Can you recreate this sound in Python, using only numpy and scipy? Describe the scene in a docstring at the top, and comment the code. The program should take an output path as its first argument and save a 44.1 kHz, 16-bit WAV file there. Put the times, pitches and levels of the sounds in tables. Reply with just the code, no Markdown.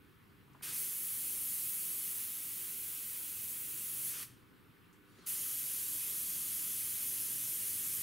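"""A bright airbrush hiss, fizzing with droplets, in two long strokes close to a small stereo microphone.
Near the canvas the jet hisses; as a free jet it rushes more hollowly. The second stroke runs on to the end.
The jet is shaped noise set by flow and nozzle gap; soft knocks of the hands are short bursts of noise.
The quiet studio adds echoes and a short tail; beneath lie room noise, mains hum in sines and far traffic,
made of rumbling noise and gliding drones."""
import sys
import numpy as np
from scipy import signal
from scipy.fft import rfft, irfft
from scipy.io import wavfile
from scipy.ndimage import uniform_filter1d

SR = 44100
rng = np.random.default_rng(int(sys.argv[2]) if len(sys.argv) > 2 else 0)


def materialize(psi):
    """Save the field psi as 16-bit PCM at rate SR to the path in sys.argv[1].

    A 1-D psi becomes a single channel; in a 2-D psi each row is a channel.
    """
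    bounded = np.clip(np.atleast_2d(psi).T, -1, 1)
    quanta = np.round(bounded * 32767).astype(np.int16)
    wavfile.write(sys.argv[1], SR, quanta)


N = 353682

# Room noise colour: [f/Hz, relative level/dB]
ROOM_COLOUR = [(20, -19), (50, -20.5), (95, 5.5), (250, -1), (420, -6), (620, -22.5), (850, -14),
               (1200, -9.5), (2300, -13.5), (3300, -17.5), (4500, -24), (6500, -31.5), (8800, -27.5),
               (15700, -22.5)]
# Likeness of far sounds in the two channels: [f/Hz, likeness 0-1]
ROOM_LIKENESS = [(30, 0), (80, 0.54), (160, 0.37), (700, 0.28), (1500, 0.4), (3000, 0.56), (7000, 1),
                 (15000, 0.55)]
# Mains hum partials: [f/Hz, rms level/dB]
HUM_PARTIALS = [(100, -79.5), (300, -75), (400, -78), (500, -85.5), (1300, -91), (1500, -82.5), (1700, -88)]
# Far traffic rumble colour: [f/Hz, relative level/dB]
TRAFFIC_COLOUR = [(30, -22), (55, -19), (78, -3), (120, -4), (195, 1), (290, -7.5), (420, -16.5),
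                  (900, -29), (3000, -60)]
# Swells of far traffic, one row per rise or fall of the drone:
# [loudest t/s, half length/s, rumble level/dB, drone level/dB, drone f/Hz when loudest, glide/Hz per s]
TRAFFIC_SWELLS = [(0.616, 0.28, -69.5, -68, 140, 22.5), (1.297, 0.4, -68.5, -76, 122, -34.5),
                  (2.304, 0.4, -75, -75, 104, -10.5), (3.444, 0.23, -73, -74, 87, -25),
                  (4.049, 0.42, -68, -66.5, 130, -11), (5.7, 0.3, -74, -72, 125, 8),
                  (6.425, 0.226, -64.5, -73, 139, 22), (7.1, 0.45, -67.5, -70, 115, 14.5),
                  (7.796, 0.25, -71, -66.5, 107, 7)]
# Studio reverberation: [f/Hz, t60/s]
STUDIO_DECAY = [(300, 0.23), (3000, 0.53), (8000, 0.42), (15000, 0.31)]
# Early reflections from easel and desk: [delay t/s, gain]
EASEL_DESK_ECHOES = [(.00318, .11), (.00497, .06)]
# Hands and trigger knocking: [t/s, onset rms level/dB, centre f/Hz, width/octaves, t60/s]
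HAND_KNOCKS = [(0.476, -67, 950, 0.48, .12), (0.533, -71, 6500, .5, .04), (0.548, -56.5, 900, 0.56, 0.1),
               (0.609, -52, 1050, 0.55, 0.034), (4.693, -58, 130, 0.59, 0.068),
               (4.927, -70, 7030, 0.51, 0.14), (5.186, -50.5, 280, 0.53, 0.056),
               (5.185, -63, 1900, 1.0, .07)]
# Air seeping past the valve, its colour: [f/Hz, relative level/dB]
VALVE_SEEP_COLOUR = [(200, -11), (700, -9), (1200, 5), (2500, -6), (4200, -7.5), (5500, -9), (8000, -11),
                     (9700, -10), (11500, -14), (15700, -19)]
# Strokes, one row each: [valve opens t/s, valve shuts t/s, starts to close in t/s, is drawn clear t/s,
# rush level relative to mean hiss/dB, seep length/s, seep level/dB]
BRUSH_STROKES = [(0.618, 4.233, 0.71, 4.15, -16.5, 0.12, -76.5), (5.257, 8.1, 5.2, 8.6, -16.5, 0.24, -65)]
# Flow set by the trigger finger, one list a stroke: [t/s, hiss level close to the canvas/dB]
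TRIGGER_FLOW = [
    [(0.9, -39), (1.54, -38), (2.21, -39), (2.29, -41), (3.36, -42), (3.45, -40.5), (3.68, -42),
     (3.85, -40)],
    [(5.35, -38.5), (5.44, -38), (7.98, -37)],
]
# Jet colour: [f/Hz, relative level/dB close in first stroke, close in second, as a free jet]
JET_COLOUR = [(250, -22, -19.5, -14.5), (424, -22.5, -21.5, -14), (710, -31, -32, -23),
              (1165, -27.5, -26.5, -13.5), (2970, -18, -18.5, -9.5), (3880, -20.5, -21, -16.5),
              (5060, -20, -18.5, -17), (6770, -15.5, -13, -18), (8020, -13.5, -13.5, -17.5),
              (8900, -7.5, -9, -12), (11800, -3, -2.5, -12), (13140, -7.5, -8, -13.5), (15440, -5, -9, -15),
              (17200, -13.5, -9.5, -13)]
# Fixed ripple in the jet's spectrum, from reflections:
# [f/Hz, width/Hz, lift/dB in first stroke, in second]
JET_RIPPLE = [(1163, 450, 4.5, 3.5), (2110, 70, 3.0, 2.0), (2541, 70, 3.0, 2.5), (3058, 250, 1.0, 2.5),
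              (3402, 130, 1.5, 3.5), (3962, 130, 1.5, 2.5), (4436, 130, 3.5, 2.5), (4694, 130, 1.0, 2.5),
              (5297, 70, 1.5, 2.5), (5556, 70, 0.5, 3.0), (6202, 130, 1.5, 3.5), (6503, 70, 3.0, 3.5),
              (7364, 450, 1.5, 2.5), (8140, 130, 1.0, 2.0), (8398, 70, 4.0, 6.5), (8958, 70, -1.5, 3.0),
              (9345, 70, 3.5, 3.5), (9388, 450, -2.5, 2.0), (9604, 70, 0.0, 4.0), (10293, 70, 1.5, 2.5),
              (11757, 450, -2.0, 2.0), (11929, 130, 3.0, 0.0), (12963, 130, 0.5, 2.5),
              (15030, 450, -0.5, 2.5)]
# Stereo likeness, balance and phase of the jet: [f/Hz, likeness 0-1, left over right/dB, left lead/rad]
JET_STEREO = [(100, .5, -.3, 0), (600, .25, 0, 0), (1000, .33, 0, -.1), (1600, .7, 0, -.1),
              (2200, .965, .1, 0), (3800, .975, .1, 0), (5200, .999, 0, 0), (12500, .999, 0, 0),
              (13300, .98, 0, 0), (13800, .86, .1, .05), (14350, .52, .6, .4), (15100, .56, -4, 1),
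              (15800, .6, -3, .15)]

TIME = np.arange(N) / SR
FRAME_S = np.arange(N // 256 + 5) * 256 / SR
BIN_HZ = np.fft.rfftfreq(1024, 1 / SR)
EDGE_HZ = 15750  # top of the recorder's band
ROOM_DB, RUMBLE_DB = -63.5, -76.5  # room noise; traffic between the swells

# the valve snaps open and bleeds off more slowly
RISE_S, BLEED_S = 0.011, 0.018
# nozzle gap (0 touching - 1 free jet) while painting, and time constants of the hand
WORKING_GAP, APPROACH_S, WITHDRAW_S = 0.038, 0.072, 0.058
# the hiss has a bump at a middling gap and is weaker as a free jet
LOUDEST_GAP, LOUDEST_OCTAVES, LOUDEST_DB, FREE_HISS_DB = 0.4, 1.0, 3.5, -3
# the rush grows as a free jet and follows only a share of each change of flow
FREE_RUSH_DB, RUSH_FOLLOWS = 3, 0.35
# pressure stored in the hose lifts the rush in a short puff when the valve opens
PUFF_DB, PUFF_S = 2.5, 0.027


def gain_of(db):
    """Decibels to amplitude."""
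    return 10 ** (np.asarray(db) / 20)


def evened(x):
    """Scales to rms 1."""
    return x / np.sqrt(np.mean(x ** 2) + 1e-20)


def over_hz(rows, hz=BIN_HZ):
    """Every column of a table, read along log frequency."""
    f, *columns = np.transpose(rows)
    return [np.interp(np.log(hz + 1), np.log(f + 1), c) for c in columns]


def over_time(rows, t=TIME):
    """Every column of a table, read along time."""
    s, *columns = np.transpose(rows)
    return [np.interp(t, s, c) for c in columns]


def wander(rate_hz):
    """Smooth random motion of rms 1 that fades out above about the given rate."""
    hz = np.fft.rfftfreq(N, 1 / SR)
    return evened(irfft(rfft(rng.standard_normal(N)) * np.exp(-(hz / rate_hz) ** 2), N))


def hump(hz, centre_hz, octaves):
    """A bell of height 1 on the octave scale."""
    return np.exp(-.5 * (np.log2((hz + 1) / centre_hz) / octaves) ** 2)


def share(power):
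    """Each frame's spectrum as shares of its total."""
    return power / power.sum(-1, keepdims=True)


def colour_share(rows):
    """Power shares of a level table."""
    return share(gain_of(over_hz(rows)[0]) ** 2)


def noise_pair(power, same, patchy_db, balance_db=0, lead=0):
    """Stereo noise of the given power in each frame and bin, uneven in small shifting patches."""
    a, b, c, d, patches = rng.standard_normal((5, len(FRAME_S), len(BIN_HZ)))
    patches = uniform_filter1d(patches, size=8, axis=0)
    patches = evened(uniform_filter1d(patches, size=10, axis=1))
    same = np.clip(same, -1, 1)
    left = a + 1j * b
    right = same * left + np.sqrt(1 - same ** 2) * (c + 1j * d)
    left = left * gain_of(balance_db / 2) * np.exp(1j * lead)
    spectra = np.array([left, right / gain_of(balance_db / 2)])
    spectra *= np.sqrt(power) * gain_of(patchy_db * patches)
    pair = signal.istft(spectra.transpose(0, 2, 1), nperseg=1024, noverlap=768)[1][:, :N]
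    return np.sqrt(1.5) * pair  # makes up for overlapping unrelated frames


def room_noise():
    """Diffuse air noise of the room, less alike in the two channels in the bass."""
    noise = noise_pair(colour_share(ROOM_COLOUR), over_hz(ROOM_LIKENESS)[0], patchy_db=1.23)
    return gain_of(ROOM_DB) * noise


def mains_hum(waver=0.29):
    """Steady sines at multiples of 100 Hz, wavering together in level."""
    hum = sum(gain_of(db) * np.sin(2 * np.pi * (hz * TIME + rng.random())) for hz, db in HUM_PARTIALS)
    return np.sqrt(2) * hum * (1 + waver * wander(rate_hz=2.8))


def traffic(waver_hz=2.07, flicker=0.12):
    """Far traffic swells and fades, each swell a rumble with an engine drone that glides in pitch."""
    power, drones = gain_of(RUMBLE_DB) ** 2, np.zeros(N)
    waver = waver_hz * wander(rate_hz=7.5)
    for s, half_length, rumble_db, drone_db, hz, glide in TRAFFIC_SWELLS:
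        age = TIME - s
        near = 1 / (1 + (age / half_length) ** 4)
        power = power + gain_of(rumble_db) ** 2 * near
        # the glide levels off before and after the swell
        pitch = hz + glide * 2 * half_length * np.tanh(age / (2 * half_length)) + waver
        cycles = np.cumsum(pitch) / SR + rng.random()
        drones += gain_of(drone_db) * near * np.sin(2 * np.pi * cycles)
    rumble = noise_pair(colour_share(TRAFFIC_COLOUR), over_hz(ROOM_LIKENESS)[0], patchy_db=1.0)
    return np.sqrt(power) * rumble + np.sqrt(2) * drones * (1 + flicker * wander(rate_hz=12))


def studio(x):
    """A short diffuse tail, its decay set by frequency, turning steadily between three random tails."""
    hz, t, z = signal.stft(rng.standard_normal((3, SR // 2)), SR, nperseg=256)
    t60 = over_hz(STUDIO_DECAY, hz)[0][:, None]
    tails = signal.istft(z * gain_of(-60 * t / t60), SR, nperseg=256)[1]
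    tails *= np.minimum(TIME[:tails.shape[1]] / 0.0073, 1) ** 2  # the tail builds up over 7.3 ms
    out = np.zeros_like(x)
    for k, tail in enumerate(tails):
        turn = np.sqrt(2 / 3) * np.cos(np.pi * (TIME / 2 + k / 3))  # the squares add up to 1
        out += signal.fftconvolve(x * turn, tail[None] / np.linalg.norm(tail), axes=1)[:, :N]
    return out


def nearby(x):
    """Easel and desk add quick faint echoes."""
    echoes = sum(gain * np.pad(x, ((0, 0), (round(delay * SR), 0)))[:, :N]
                 for delay, gain in EASEL_DESK_ECHOES)
    return x + echoes


def knocks():
    """Hands on the tool: short bursts of banded noise, each with a 1 ms onset and exponential decay."""
    out, hz = np.zeros((2, N)), np.fft.rfftfreq(N, 1 / SR)
    for s, db, centre_hz, octaves, t60 in HAND_KNOCKS:
        white = rng.standard_normal(N) + .5 * rng.standard_normal((2, N))  # mostly alike left and right
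        burst = evened(irfft(rfft(white) * hump(hz, centre_hz, octaves), N))
        age = np.maximum(TIME - s, 0)
        out += burst * gain_of(db - 60 * age / t60) * np.minimum(age / .001, 1)
    return out


def seep():
    """As the trigger is pressed, more and more air seeps past the valve until it opens."""
    level = sum(gain_of(db) * np.interp(TIME, [opens - length, opens, opens + RISE_S], [0, 1, 0])
                for opens, *_, length, db in BRUSH_STROKES)
    return noise_pair(colour_share(VALVE_SEEP_COLOUR), same=0.71, patchy_db=4.0) * level


def nozzle_gap(closes_in, clear):
    """The hand slows as it nears the canvas and speeds up as it leaves: 0 touching - 1 free jet."""
    coming = np.exp(np.minimum((closes_in - FRAME_S) / APPROACH_S, 0))
    going = np.exp(np.minimum((FRAME_S - clear) / WITHDRAW_S, 0))
    return np.clip(WORKING_GAP + coming + going, .001, 1)[:, None]


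def jet_colour(stroke, gap, extra_db, swell=0.74, drift_db=0.4):
    """Jet power spectrum, close or free, with fixed ripple and a crest that grows with the hiss."""
    *close, free = over_hz(JET_COLOUR)
    ripple = sum(lifts[stroke] / (1 + (2 * (BIN_HZ - hz) / width) ** 2)
                 for hz, width, *lifts in JET_RIPPLE)
    crest = swell * extra_db * hump(BIN_HZ, centre_hz=10200, octaves=0.14)
    # the spectrum drifts slowly and slightly at random
    drift = rng.standard_normal((len(FRAME_S), len(BIN_HZ)))
    drift = uniform_filter1d(drift, size=130, axis=0)
    drift = evened(uniform_filter1d(drift, size=3, axis=1))
    db = (1 - gap) * (close[stroke] + crest) + gap * free
    db = db + (1 - 0.51 * gap) * ripple + drift_db * drift
    return gain_of(db) ** 2 * BIN_HZ ** 2 / (BIN_HZ ** 2 + 90 ** 2)  # bass rolls off below 90 Hz


def droplets(per_s=200, spread_db=3.0, surge_s=0.00019):
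    """Paint tearing off the needle: very short surges in the hiss, at random times and sizes."""
    size = gain_of(spread_db * np.minimum(rng.exponential(1, N), 4))
    size = size * (rng.random(N) < per_s / SR)
    return signal.lfilter([1], [1, -np.exp(-1 / (surge_s * SR))], size)


def spray(stroke, flutter=0.042, fizz=0.13):
    """One stroke: turbulent hiss above, rush below, set by flow and gap and let through by the valve."""
    opens, shuts, closes_in, clear, rush_below_db, _, _ = BRUSH_STROKES[stroke]
    gap = nozzle_gap(closes_in, clear)
    flow_db = over_time(TRIGGER_FLOW[stroke], FRAME_S)[0][:, None]
    usual_db = np.mean(TRIGGER_FLOW[stroke], axis=0)[1]

    gap_bump = np.exp(-.5 * (np.log2(gap / LOUDEST_GAP) / LOUDEST_OCTAVES) ** 2)
    hiss_db = flow_db + FREE_HISS_DB * gap + LOUDEST_DB * gap_bump
    rush_db = usual_db + rush_below_db + RUSH_FOLLOWS * (flow_db - usual_db) + FREE_RUSH_DB * gap
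    rush_db = rush_db + PUFF_DB * np.exp(-np.maximum(FRAME_S - opens, 0) / PUFF_S)[:, None]

    colour = jet_colour(stroke, gap, hiss_db - usual_db)
    upper = 1 / (1 + (4500 / (BIN_HZ + 1)) ** 8)  # hiss and rush meet at 4500 Hz
    hiss_power = share(colour * upper) * gain_of(hiss_db) ** 2
    rush_power = share(colour * (1 - upper)) * gain_of(rush_db) ** 2
    same, balance_db, lead = over_hz(JET_STEREO)
    hiss = noise_pair(hiss_power, same, patchy_db=1.0, balance_db=balance_db, lead=lead)
    rush = noise_pair(rush_power, same, patchy_db=1.0, lead=lead)

    eddies = wander(rate_hz=610)  # the same eddies shake both parts of the jet
    hiss *= evened(np.exp(flutter * eddies) * (1 + fizz * droplets()))
    rush *= evened(np.exp(flutter * eddies / 2))
    opening = 1 - np.exp(-(np.maximum(TIME - opens, 0) / RISE_S) ** 2)
    closing = np.exp(-np.maximum(TIME - shuts, 0) / BLEED_S)
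    return (hiss + rush) * opening * closing


def scene(wet_db=-12):
    """The airbrush close by, its studio tail, and the room, hum and traffic behind."""
    strokes = sum(spray(stroke) for stroke in range(len(BRUSH_STROKES)))
    tool = nearby(strokes + seep() + knocks())
    return tool + gain_of(wet_db) * studio(tool) + room_noise() + mains_hum() + traffic()


def record(dry):
    """The recorder's band limit: a steep low-pass filter."""
    low_pass = signal.firwin(1023, EDGE_HZ, window=("kaiser", 9), fs=SR)
    return signal.oaconvolve(dry, low_pass[None], "same")


dry = scene()
out = record(dry)
materialize(out)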